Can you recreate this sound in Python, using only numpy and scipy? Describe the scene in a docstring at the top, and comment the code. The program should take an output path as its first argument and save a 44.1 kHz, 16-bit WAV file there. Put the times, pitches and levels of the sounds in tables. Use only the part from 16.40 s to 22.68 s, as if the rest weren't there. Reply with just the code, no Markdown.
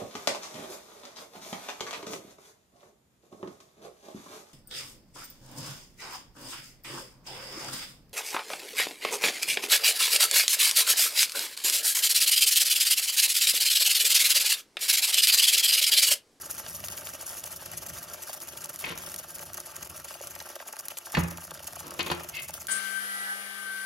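"""Butter melting in hot caramel

Close on a kitchen pan, water boils out of the butter: some twenty times a second a bubble vents
a short jet of steam, then collapses with a falling blip. Droplets snap, the fat spits and fine
foam fizzes, easing off as the water goes. The burner rumbles softly underneath, and beside the
stove a metal dish is handled, knocked on the counter and slid along it."""
import sys
import numpy as np
from scipy import signal
from scipy.fft import rfft, irfft, next_fast_len
from scipy.io import wavfile
from scipy.ndimage import uniform_filter1d, map_coordinates

SR = 44100
rng = np.random.default_rng(int(sys.argv[2]) if len(sys.argv) > 2 else 0)


def master_out(mix):
    """Clip the mix to full scale and print it as 16-bit PCM to the path in sys.argv[1]."""
    frames = np.transpose(np.atleast_2d(mix))
    ceiling = np.clip(frames, -1, 1)
    pcm = np.round(ceiling * 32767).astype(np.int16)
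    wavfile.write(sys.argv[1], SR, pcm)


N = 277124

# how hard the butter boils, driving the foam and the lesser jets: (time [s], level [dB])
BOIL_LEVEL = [(0, -0.5), (2.4, -0.64), (4.2, -2), (5.1, -3), (5.65, -1.5), (6.3, -3.5)]
# bright tone of snapping droplets and crackling foam: (frequency [Hz], level [dB])
DROPLET_EQ = [(200, -25), (700, -10), (2000, -8), (4000, -5), (7000, 0), (10000, 0), (12500, -2),
              (15500, 0)]


def amp(db):
    """Decibels to gain."""
    return 10 ** (np.asarray(db) / 20)


def unit(x):
    """Normalise to rms 1."""
    return x / np.sqrt(np.mean(x ** 2) + 1e-20)


def along(points, hz):
    """Read (frequency [Hz], value) points on a log frequency axis."""
    freqs, values = np.transpose(points)
    return np.interp(np.log(hz + 1), np.log(freqs), values)


def curve(rows):
    """Automation through (time [s], value) points, one value per sample."""
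    return np.interp(np.arange(N) / SR, *np.transpose(rows))


def wobble(rate, size=N):
    """Smooth random modulation, rate knots a second."""
    knots = rng.standard_normal(int(size * rate / SR) + 4)
    return map_coordinates(knots, [np.arange(size) * rate / SR])


def chance_times(rate):
    """Random moments in seconds, rate a second on average."""
    times = np.cumsum(rng.exponential(size=400)) / rate
    return times[times < N / SR]


def add(track, s, sound):
    """Mix a sound into the track from time s on."""
    part = track[max(round(s * SR), 0):][:len(sound)]
    part += sound[:len(part)]


def filtered(x, response):
    """Apply a complex frequency response."""
    size = next_fast_len(N + SR // 2)
    return irfft(rfft(x, size) * response(np.fft.rfftfreq(size, 1 / SR)), size)[..., :N]


def resonance(hz, centre_hz, width_hz):
    """Complex response of one resonance, 1 at its centre."""
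    return 1j * hz * width_hz / (centre_hz ** 2 - hz ** 2 + 1j * hz * width_hz)


def coloured(x, eq):
    """Apply an EQ curve that leaves white noise at the same power."""
    return filtered(x, lambda hz: unit(amp(along(eq, hz))))


def noise(eq):
    """Noise of rms about 1, shaped by an EQ curve."""
    return coloured(rng.standard_normal(N), eq)


def crackle(rate, spread_db):
    """Random tiny clicks at rms 1, a few much louder than the rest."""
    clicks = (rng.random(N) < rate / SR) * rng.choice([-1, 1], N)
    return unit(clicks * amp(spread_db * np.minimum(rng.standard_normal(N), 2)))


def patchy(x, depth_db):
    """Each tiny cavity has its own pitch: random peaks, hundreds of Hz wide and milliseconds long."""
    spectrogram = signal.stft(x, nperseg=256)[2]
    patches = uniform_filter1d(rng.standard_normal(spectrogram.shape), size=4, axis=0)
    patches = uniform_filter1d(patches, size=4, axis=1)
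    gain = amp(depth_db * np.tanh(unit(patches)))
    return unit(signal.istft(spectrogram * gain, nperseg=256)[1][:N])


def burner(flutter_db):
    """The stove's soft, unsteady rumble."""
    rumble_level = [(0, -60.5), (.3, -53.5), (.8, -59.5), (1.2, -56.5), (2.5, -59.5), (3.9, -60),
                    (4.3, -69.5), (4.7, -70), (5.2, -57), (6.3, -59)]  # slow swells: (time [s], level [dB])
    rumble_eq = [(20, -25), (45, -15), (65, -3), (84, 3.5), (105, -4), (135, -3), (165, .5), (220, -10.5),
                 (350, -18), (700, -75), (2000, -54)]  # bass-heavy tone: (frequency [Hz], level [dB])
    return amp(curve(rumble_level) + flutter_db * wobble(4.535)) * noise(rumble_eq)


def foam(level_db, grain_db, hiss_db, flutter_db):
    """Countless small bubbles: an uneven hiss topped with fine crackle, riding the boil."""
    hiss_eq = [(100, -15), (330, 1), (450, 0), (620, 7.5), (850, 0), (1350, 4.7), (2100, -3), (2900, -1),
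               (3900, -5), (5900, -1.5), (8500, -6), (11000, -4), (15500, -9)]  # tone of the fizz: (frequency [Hz], level [dB])
    grains = patchy(coloured(crackle(rate=700, spread_db=9), DROPLET_EQ), depth_db=8)
    hiss = patchy(noise(hiss_eq), depth_db=4.5)
    fizz = amp(hiss_db) * hiss + amp(grain_db) * grains
    return fizz * amp(level_db + 1.9 * curve(BOIL_LEVEL) + flutter_db * wobble(60))


def vents():
    """Cue list of venting bubbles: lesser ones keep a loose beat between the large ones."""
    # the large bubbles: (mid-jet time [s], hiss level [dB], blip level [dB], jet length [s])
    large = [(0.018, -36.5, -60, .012), (0.056, -37.5, -59, 0.026), (0.113, -33, -70, 0.021),
             (0.149, -38, -69, 0.014), (0.192, -35.5, -39.5, 0.023), (0.26, -44, -43.5, 0.033),
             (0.299, -36.5, -46, 0.028), (0.352, -36.5, -56, 0.039), (0.4, -37.5, -45.5, 0.015),
             (0.433, -45, -39.5, 0.0034), (0.453, -31, -62, 0.019), (0.519, -38.5, -43, 0.033),
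             (0.579, -35.5, -46.5, 0.023), (0.662, -37.5, -42.5, 0.023), (0.742, -39.5, -44.5, 0.027),
             (0.819, -38.5, -43.5, 0.024), (0.875, -35.5, -53, 0.029), (0.984, -35.5, -51, 0.03),
             (1.042, -41, -43, 0.012), (1.066, -38.5, -45, 0.026), (1.124, -37.5, -49, 0.024),
             (1.167, -37, -59, 0.012), (1.217, -42, -41, 0.025), (1.26, -35, -50, 0.0073),
             (1.329, -39.5, -41, 0.019), (1.378, -34, -62, 0.015), (1.468, -37.5, -50, 0.0099),
             (1.585, -38, -53, 0.02), (1.635, -37, -48, 0.012), (1.74, -35, -42, 0.012),
             (1.83, -35, -61, 0.013), (1.888, -37.5, -36.5, 0.027), (1.94, -35.5, -46, 0.017),
             (2.024, -36.5, -46, 0.025), (2.087, -36, -63, 0.0094), (2.176, -37, -62, 0.014),
             (2.246, -29.5, -45, 0.006), (2.297, -35.5, -44, 0.011), (2.401, -34, -49, 0.021),
             (2.584, -36, -47.5, 0.011), (2.631, -40, -42, 0.027), (2.668, -35.5, -41, 0.0091),
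             (2.744, -40, -48, 0.0069), (2.762, -29.5, -64, 0.0024), (2.789, -33, -47.5, 0.016),
             (2.838, -38, -42.5, 0.0098), (2.899, -40, -50, 0.029), (2.955, -36.5, -65, 0.015),
             (3.061, -40.5, -52, 0.013), (2.996, -38.5, -41, 0.0064), (3.095, -55, -42, 0.0072),
             (3.146, -31.5, -47, 0.0055), (3.176, -33.5, -37, 0.0073), (3.204, -40, -46, 0.013),
             (3.264, -38.5, -46, 0.016), (3.363, -37.5, -46, 0.01), (3.427, -33, -43.5, 0.0074),
             (3.571, -39.5, -49, .017), (3.649, -34, -42, 0.0089), (3.702, -41.5, -39, 0.046),
             (3.746, -38.5, -42.5, 0.012), (3.803, -52, -37.5, 0.0057), (3.956, -36, -39.5, 0.0078),
             (4.008, -46, -40, 0.011), (4.061, -44, -46, 0.01), (4.095, -42, -41, 0.015),
             (4.157, -37.5, -35.5, 0.0061), (4.195, -58, -41, 0.0063), (4.22, -48, -41, 0.011),
             (4.258, -50, -46, .006), (4.28, -38, -42.5, 0.013), (4.328, -38, -39.5, 0.0053),
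             (4.361, -45, -42, .006), (4.395, -32.5, -45, 0.011), (4.512, -39.5, -38, 0.014),
             (4.579, -35, -46, 0.011), (4.663, -38.5, -39.5, 0.018), (4.703, -43, -43, 0.0089),
             (4.727, -34, -42.5, 0.013), (4.798, -34.5, -37, 0.018), (4.838, -37, -38, .008),
             (4.881, -41.5, -48, 0.014), (4.911, -36.5, -42, 0.0095), (4.977, -37, -37, 0.0089),
             (5.045, -39, -45, 0.017), (5.11, -38, -35.5, 0.0048), (5.147, -39, -44, 0.014),
             (5.198, -47, -40, 0.011), (5.231, -38, -46.5, 0.009), (5.275, -35, -41.5, 0.011),
             (5.328, -42, -43, 0.0046), (5.36, -38.5, -40, 0.0072), (5.4, -38, -42, 0.018),
             (5.513, -47, -42, 0.011), (5.669, -37.5, -40, 0.013), (5.716, -28, -45, 0.006),
             (5.802, -43, -37, 0.013), (5.841, -41.5, -40.5, 0.0096), (5.893, -35, -44.5, 0.0096),
             (5.958, -38.5, -45, 0.024), (6.034, -34.5, -47, 0.022), (6.089, -38, -39.5, 0.014),
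             (6.146, -36.5, -46.5, 0.015), (6.215, -40, -46.5, 0.024), (6.275, -38, -54, 0.0058)]
    usual_gap_s, pause_s, jet_s, shrink_per_s = .042, .026, .013, .1
    gap, hiss, blip, size = rng.standard_normal((200, 4)).T
    s = np.cumsum(usual_gap_s * np.exp(.3 * gap))
    # as the water boils off, the lesser jets get softer and shorter, their blips a touch louder
    hiss_db = -38.5 + np.interp(s, *np.transpose(BOIL_LEVEL)) - hiss
    blip_db = -48 + .02 * s - blip
    length = jet_s * np.exp(.58 * size - shrink_per_s * s)
    lesser = np.column_stack([s, hiss_db, blip_db, length])
    clear_of_large = np.abs(s[:, None] - np.array(large)[:, 0]).min(axis=1) > pause_s
    return np.vstack([large, lesser[clear_of_large & (s < N / SR)]])


def jets(venting, level_db, rasp_db, sputter_db):
    """Steam hisses through a pinhole in the fat; the louder the bubble's blip, the more it rasps."""
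    steam_eq = [(200, -30), (1400, -12), (4000, -10), (5200, -3), (6800, 0), (9000, -.5), (10500, 0),
                (12500, -2), (15500, 0)]  # airy hiss: (frequency [Hz], level [dB])
    rasp_eq = [(200, -20), (600, -3), (1350, 1), (2050, -2), (2900, 2), (3900, -4), (4600, -1), (5600, -3),
               (8000, -14), (15000, -30)]  # midrange rasp: (frequency [Hz], level [dB])
    t = np.arange(N) / SR
    hiss_power, rasp_power = np.zeros((2, N))
    for s, hiss_db, blip_db, length in venting:
        near = slice(max(int((s - .04) * SR), 0), int((s + .04) * SR))
        offset = 2 * (t[near] - s) / length
        opening = 1 / (1 + np.abs(offset) ** np.where(offset < 0, 7, 4))  # steep attack, softer tail
        hiss_power[near] += amp(hiss_db) ** 2 * opening
        rasp_power[near] += amp(blip_db) ** 2 * opening

    def sputter(eq):
        return noise(eq) + amp(sputter_db) * coloured(crackle(rate=2500, spread_db=9), eq)

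    hiss = np.sqrt(hiss_power) * patchy(sputter(steam_eq), depth_db=5)
    rasp = np.sqrt(rasp_power) * patchy(sputter(rasp_eq), depth_db=7)
    return amp(level_db) * hiss + amp(rasp_db) * rasp


def blips(venting, level_db, small_db, small_rate, tear):
    """A bubble's film tears with a tick; the opening cavity's note dives and swells into a low gulp."""
    bowl_eq = [(150, -20), (400, -7), (620, 0), (950, -2), (1350, 1.5), (2100, -2), (2900, -1), (4000, -5),
               (7000, -10), (15000, -18)]  # colour of the pan's bowl: (frequency [Hz], gain [dB])
    start_hz, end_hz, fall_s, gulp_at_s, gulp_width_s = 1650, 590, .0014, .004, .0021  # a typical blip
    delay_s = .006  # from mid-jet to collapse
    cues = [(s + delay_s, blip_db) for s, _, blip_db, _ in venting]
    cues += [(s, small_db) for s in chance_times(small_rate)]
    track, t = np.zeros(N), np.arange(SR // 30) / SR
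    for (s, db), (size, pace, tension, depth) in zip(cues, rng.standard_normal((len(cues), 4))):
        age = t / np.exp(.27 * pace)
        dive_hz = (start_hz - end_hz) * np.exp(.4 * tension) * np.exp(-age / fall_s)
        hz = end_hz * np.exp(.14 * size) + dive_hz
        hz *= np.exp(.17 * wobble(900, size=len(t)))  # the rim tears unevenly, so the note stumbles
        onset = 1.3 * np.exp(-age / .0016)
        gulp = .62 * amp(2 * depth) * np.exp(-((age - gulp_at_s) / gulp_width_s) ** 2)
        note = (onset + gulp) * np.sin(2 * np.pi * np.cumsum(hz) / SR)
        tick = tear * rng.standard_normal(len(t)) * np.exp(-t / .0015)
        add(track, s, amp(db + level_db) * (note + tick))
    return filtered(track, lambda hz: amp(along(bowl_eq, hz)))


def snaps(level_db, decay_s, spray):
    """A droplet flashes to steam on the hot metal: one very short crack and a little spray."""
    loudest = [(.111, -22.5), (.352, -28), (.473, -29), (.485, -23), (.899, -30), (1.04, -25), (1.379, -29),
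               (1.931, -29), (2.087, -29), (2.174, -27), (2.241, -28), (2.258, -28), (2.36, -27),
               (2.577, -26), (2.742, -25), (2.762, -26), (3.134, -29), (3.203, -28.5), (3.365, -24),
               (3.872, -28), (4.484, -21), (4.586, -25), (4.721, -29), (5.333, -30), (5.508, -28),
               (6.14, -23.5), (6.27, -24)]  # the foreground snaps: (time [s], level [dB])
    small = [(s, rng.normal(-32, 1.3)) for s in chance_times(rate=6)]
    track, t = np.zeros(N), np.arange(SR // 100) / SR
    for s, db in loudest + small:
        crack = rng.standard_normal(len(t)) * (np.exp(-t / decay_s) + spray * np.exp(-t / .0021))
        add(track, s, amp(db + level_db) * crack / np.linalg.norm(crack))
    return coloured(track, DROPLET_EQ)


def spits(level_db, decay_s):
    """A drop trapped under the fat bursts out: a fuller, lower pop than a snap."""
    drops = [(.264, -31), (.44, -31.5), (.484, -33), (.577, -31), (.671, -29.5), (1.039, -35),
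             (2.576, -31.5), (2.742, -32.5), (2.993, -35.5), (3.683, -38), (4.002, -28), (4.201, -38.5),
             (4.571, -30.5), (5.174, -38), (5.274, -36.5)]  # bursting drops: (time [s], level [dB])
    pop_eq = [(300, -20), (1000, -4), (2800, 0), (4500, -1), (6500, -5), (9000, -14), (15000, -20)]  # tone of a pop: (frequency [Hz], level [dB])
    track, t = np.zeros(N), np.arange(SR // 50) / SR
    for s, db in drops:
        pop = rng.standard_normal(len(t)) * np.exp(-t / decay_s)
        add(track, s, amp(db + level_db) * pop / np.linalg.norm(pop))
    return coloured(track, pop_eq)


def dish_knocks(thud_db, knock_db, clack_db, ring_db):
    """Each contact thuds in the counter, knocks on its top, and chatters and rings in the dish."""
    # dish meets counter: (time [s], thud level [dB], knock level [dB], clack level [dB],
    # clack centre [Hz], clack width [Hz], contact t60 [s])
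    contacts = [(2.44, -50, -39, -24, 2450, 800, 0.084), (2.462, -52, -44, -33.5, 2400, 2210, 0.16),
                (2.484, -50, -49, -33.5, 2600, 2600, 0.16), (2.503, -40.5, -45, -36.5, 2650, 3000, 0.15),
                (2.521, -60, -41, -37, 2300, 2400, .04), (4.74, -65, -42, -25, 800, 350, 0.06),
                (4.748, -36, -37, -10.5, 1950, 850, .024), (4.769, -31, -24, -19.5, 1500, 1880, .045),
                (4.776, -16, -30.5, -31, 1850, 1500, 0.22), (5.441, -54, -48.5, -51.5, 2780, 2500, 1),
                (5.592, -41, -31.5, -22.5, 2600, 2016, 0.085), (5.604, -48, -35, -21.5, 3000, 3000, 0.057),
                (5.662, -50, -35, -29.5, 2830, 2600, 0.1), (5.7, -47, -25.5, -25, 2430, 2600, 0.041),
                (5.714, -31.5, -25.5, -23, 2400, 3000, 0.062)]
    counter_modes = [(70, -20, 0.35), (83, -5, 0.45), (116.6, -16, 0.46), (155.6, -0.5, 0.17),
                     (169.4, -2, 0.44), (200, -18, .2), (293.7, -20, 0.36), (350, -16, .35),
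                     (523, -26, 0.15)]  # the counter's deep boom: (frequency [Hz], level [dB], t60 [s])
    top_modes = [(240, -22, 0.21), (353.5, -11, .19), (457, -20, .18)]  # its top's hollow ring: (frequency [Hz], level [dB], t60 [s])
    dish_modes = [(1830, -16, .16), (2410, -11, .07), (2505, -8, .085), (2660, -10, .08), (2840, -14, .09),
                  (3330, -14, .11), (3930, -7.5, .08), (4410, -6.5, .1), (4520, -8, .07), (4930, -14, .08),
                  (6200, -12, .09), (6970, -10, .08)]  # the metal's brief ring: (frequency [Hz], level [dB], t60 [s])
    knock_eq = [(100, -26), (200, -2), (265, 1), (355, 5.5), (405, -6.5), (490, 5), (650, -5.5),
                (820, -1.5), (1100, 2.5), (1500, -7.5), (3000, -35), (9000, -47)]  # dull noise of the blow: (frequency [Hz], level [dB])
    thud, knock_envelope, top, clack = np.zeros((4, N))
    t = np.arange(SR * 3 // 4) / SR
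    waver = lambda rate: wobble(rate, size=len(t))
    for s, low_db, mid_db, high_db, clack_hz, width_hz, contact_t60 in contacts:
        boom = sum(amp(db + 1.8 * waver(60) - 60 * t / t60)
                   * np.sin(2 * np.pi * (hz * t + .025 * waver(40))) for hz, db, t60 in counter_modes)
        add(thud, s, amp(low_db + thud_db) * boom * (1 - np.exp(-t / .0027)))

        blow = amp(-60 * t / contact_t60) * (1 - np.exp(-t / .0008))
        top_ring = sum(amp(db - 60 * t / t60) * np.sin(2 * np.pi * hz * t) for hz, db, t60 in top_modes)
        add(knock_envelope, s, amp(mid_db + knock_db) * blow)
        add(top, s, amp(mid_db + knock_db) * top_ring)

        chatter = unit(amp(2 * waver(450)))
        peak = signal.iirpeak(clack_hz, clack_hz / width_hz, SR)
        band = signal.lfilter(*peak, signal.lfilter(*peak, rng.standard_normal(len(t))))
        grit = unit(band + amp(-19) * rng.standard_normal(len(t)))
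        chime = sum(abs(resonance(hz, clack_hz, width_hz)) * amp(db + rng.normal(0, 1) - 60 * t / t60)
                    * np.sin(2 * np.pi * (hz * t + rng.random())) for hz, db, t60 in dish_modes)
        chime *= amp(ring_db) * (1 - np.exp(-t / .00091))
        add(clack, s, amp(high_db + clack_db) * (blow * grit * chatter + chime))
    clack = filtered(clack, lambda hz: 1 / (1 + (hz / 9000) ** 4))  # soften the top end
    return thud, knock_envelope * noise(knock_eq) + top + clack


def dish_slide(level_db, start_s, attack_s, hold_s, release_s):
    """The dish scrapes along the counter: one short, rough stroke of noise through its resonances."""
    peaks = [(2140, 92, 5), (2600, 100, 6), (2940, 580, -4), (4720, 380, -10)]  # the dish's resonances: (centre [Hz], width [Hz], level [dB])

    def body(hz):
        return sum((-1) ** k * amp(db) * resonance(hz, centre, width)
                   for k, (centre, width, db) in enumerate(peaks))

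    corners_s = np.cumsum([start_s, attack_s, hold_s, release_s])
    stroke = np.interp(np.arange(N) / SR, corners_s, [0, 1, 1, 0])
    return stroke * amp(level_db + 2.2 * wobble(130)) * unit(filtered(rng.standard_normal(N), body))


def hollow(x):
    """The air in the pan rings hollow and colours everything that happens there."""
    bands = [(355.4, 17.3, 9.5), (581, 97, 8), (692, 10, 6), (854, 1830, -6.5), (874, 54, 10.5),
             (1170, 112, 7.5), (1372, 67, 5.5), (1596, 32, 7.5), (1882, 62, 6), (2886, 90, 2),
             (4040, 150, -33)]  # its notes and dips: (centre [Hz], width [Hz], gain [dB])
    return filtered(x, lambda hz: np.prod(
        [1 + (amp(db) - 1) * resonance(hz, centre, width) for centre, width, db in bands], axis=0))


def echoes(x, t60s):
    """Diffuse stereo reflections, dying away by a (frequency [Hz], t60 [s]) curve."""
    hz, t, spectrogram = signal.stft(rng.standard_normal((2, SR // 2)), SR, nperseg=128)
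    decay = amp(-60 * t / along(t60s, hz)[:, None])
    tail = signal.istft(spectrogram * decay, SR, nperseg=128)[1]
    return signal.fftconvolve(x[None], tail / np.linalg.norm(tail[0]), axes=1)[:, :N]


def close_stereo(x, scatter_t60):
    """Sound reaches two microphone ports out of step; nearby surfaces scatter it sideways."""
    scatter = [(150, -15), (600, -3.5), (1200, -1), (3000, -4), (7000, -10), (15000, -11)]  # share scattered by the pan's wall: (frequency [Hz], level [dB])
    left_lag = [(150, 0), (1000, -.4), (3500, -.4), (5500, .3), (7000, 1.6), (8200, 3.1), (10200, 5.6),
                (12500, 6.6), (15000, 9.4), (16000, 10)]  # how far the left port trails the right: (frequency [Hz], phase [rad])
    share = lambda hz: amp(along(scatter, hz))
    lag = lambda hz: np.exp(.5j * np.outer([-1, 1], along(left_lag, hz)))
    spot = wobble(20)  # the reflections differ from spot to spot
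    reflections = echoes(x, [(1000, scatter_t60)]) * [np.cos(spot), np.sin(spot)]
    side = filtered(reflections.sum(axis=0), share)
    return filtered(np.array([x + side, x - side]), lambda hz: lag(hz) / np.hypot(1, share(hz)))


def scene():
    """Pan and dish up close with a little kitchen reverb, over the burner's rumble."""
    kitchen = [(100, 0.79), (500, 0.48), (2000, 0.6), (5000, 0.16), (14000, 0.17)]  # the room's decay: (frequency [Hz], t60 [s])
    venting = vents()
    pan = foam(level_db=-47, grain_db=-6, hiss_db=1.5, flutter_db=2.5)
    pan += jets(venting, level_db=.5, rasp_db=-7.5, sputter_db=4)
    pan += blips(venting, level_db=5.5, small_db=-54, small_rate=23, tear=1.05)
    pan += snaps(level_db=16, decay_s=.00018, spray=.29)
    pan += spits(level_db=16.5, decay_s=.0028)
    pan = hollow(pan)
    thud, clatter = dish_knocks(thud_db=-3, knock_db=2, clack_db=-2, ring_db=-2.5)
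    clatter += dish_slide(level_db=-38, start_s=5.925, attack_s=.03, hold_s=.042, release_s=.025)
    near = close_stereo(pan, scatter_t60=.0056) + close_stereo(clatter, scatter_t60=.013)
    sends = [(pan, -26.5), (clatter, -9.5), (thud, -39)]
    room = sum(amp(db) * echoes(layer, kitchen) for layer, db in sends)
    low_cut = signal.butter(2, 50, 'highpass', fs=SR)
    return near + room + signal.lfilter(*low_cut, thud) + burner(flutter_db=2.5)


def record(dry):
    """The two microphones differ in colour and pass nothing above 15.9 kHz."""
    balance = [(80, -3), (300, -2), (600, 1), (1100, 0.5), (2400, 3), (4400, 5), (7000, 0.3), (15000, 0.3)]  # stereo tilt: (frequency [Hz], left minus right [dB])
    return filtered(dry, lambda hz: amp(np.outer([1, -1], along(balance, hz)) / 2) * (hz < 15900))


dry = scene()
out = record(dry)
master_out(out)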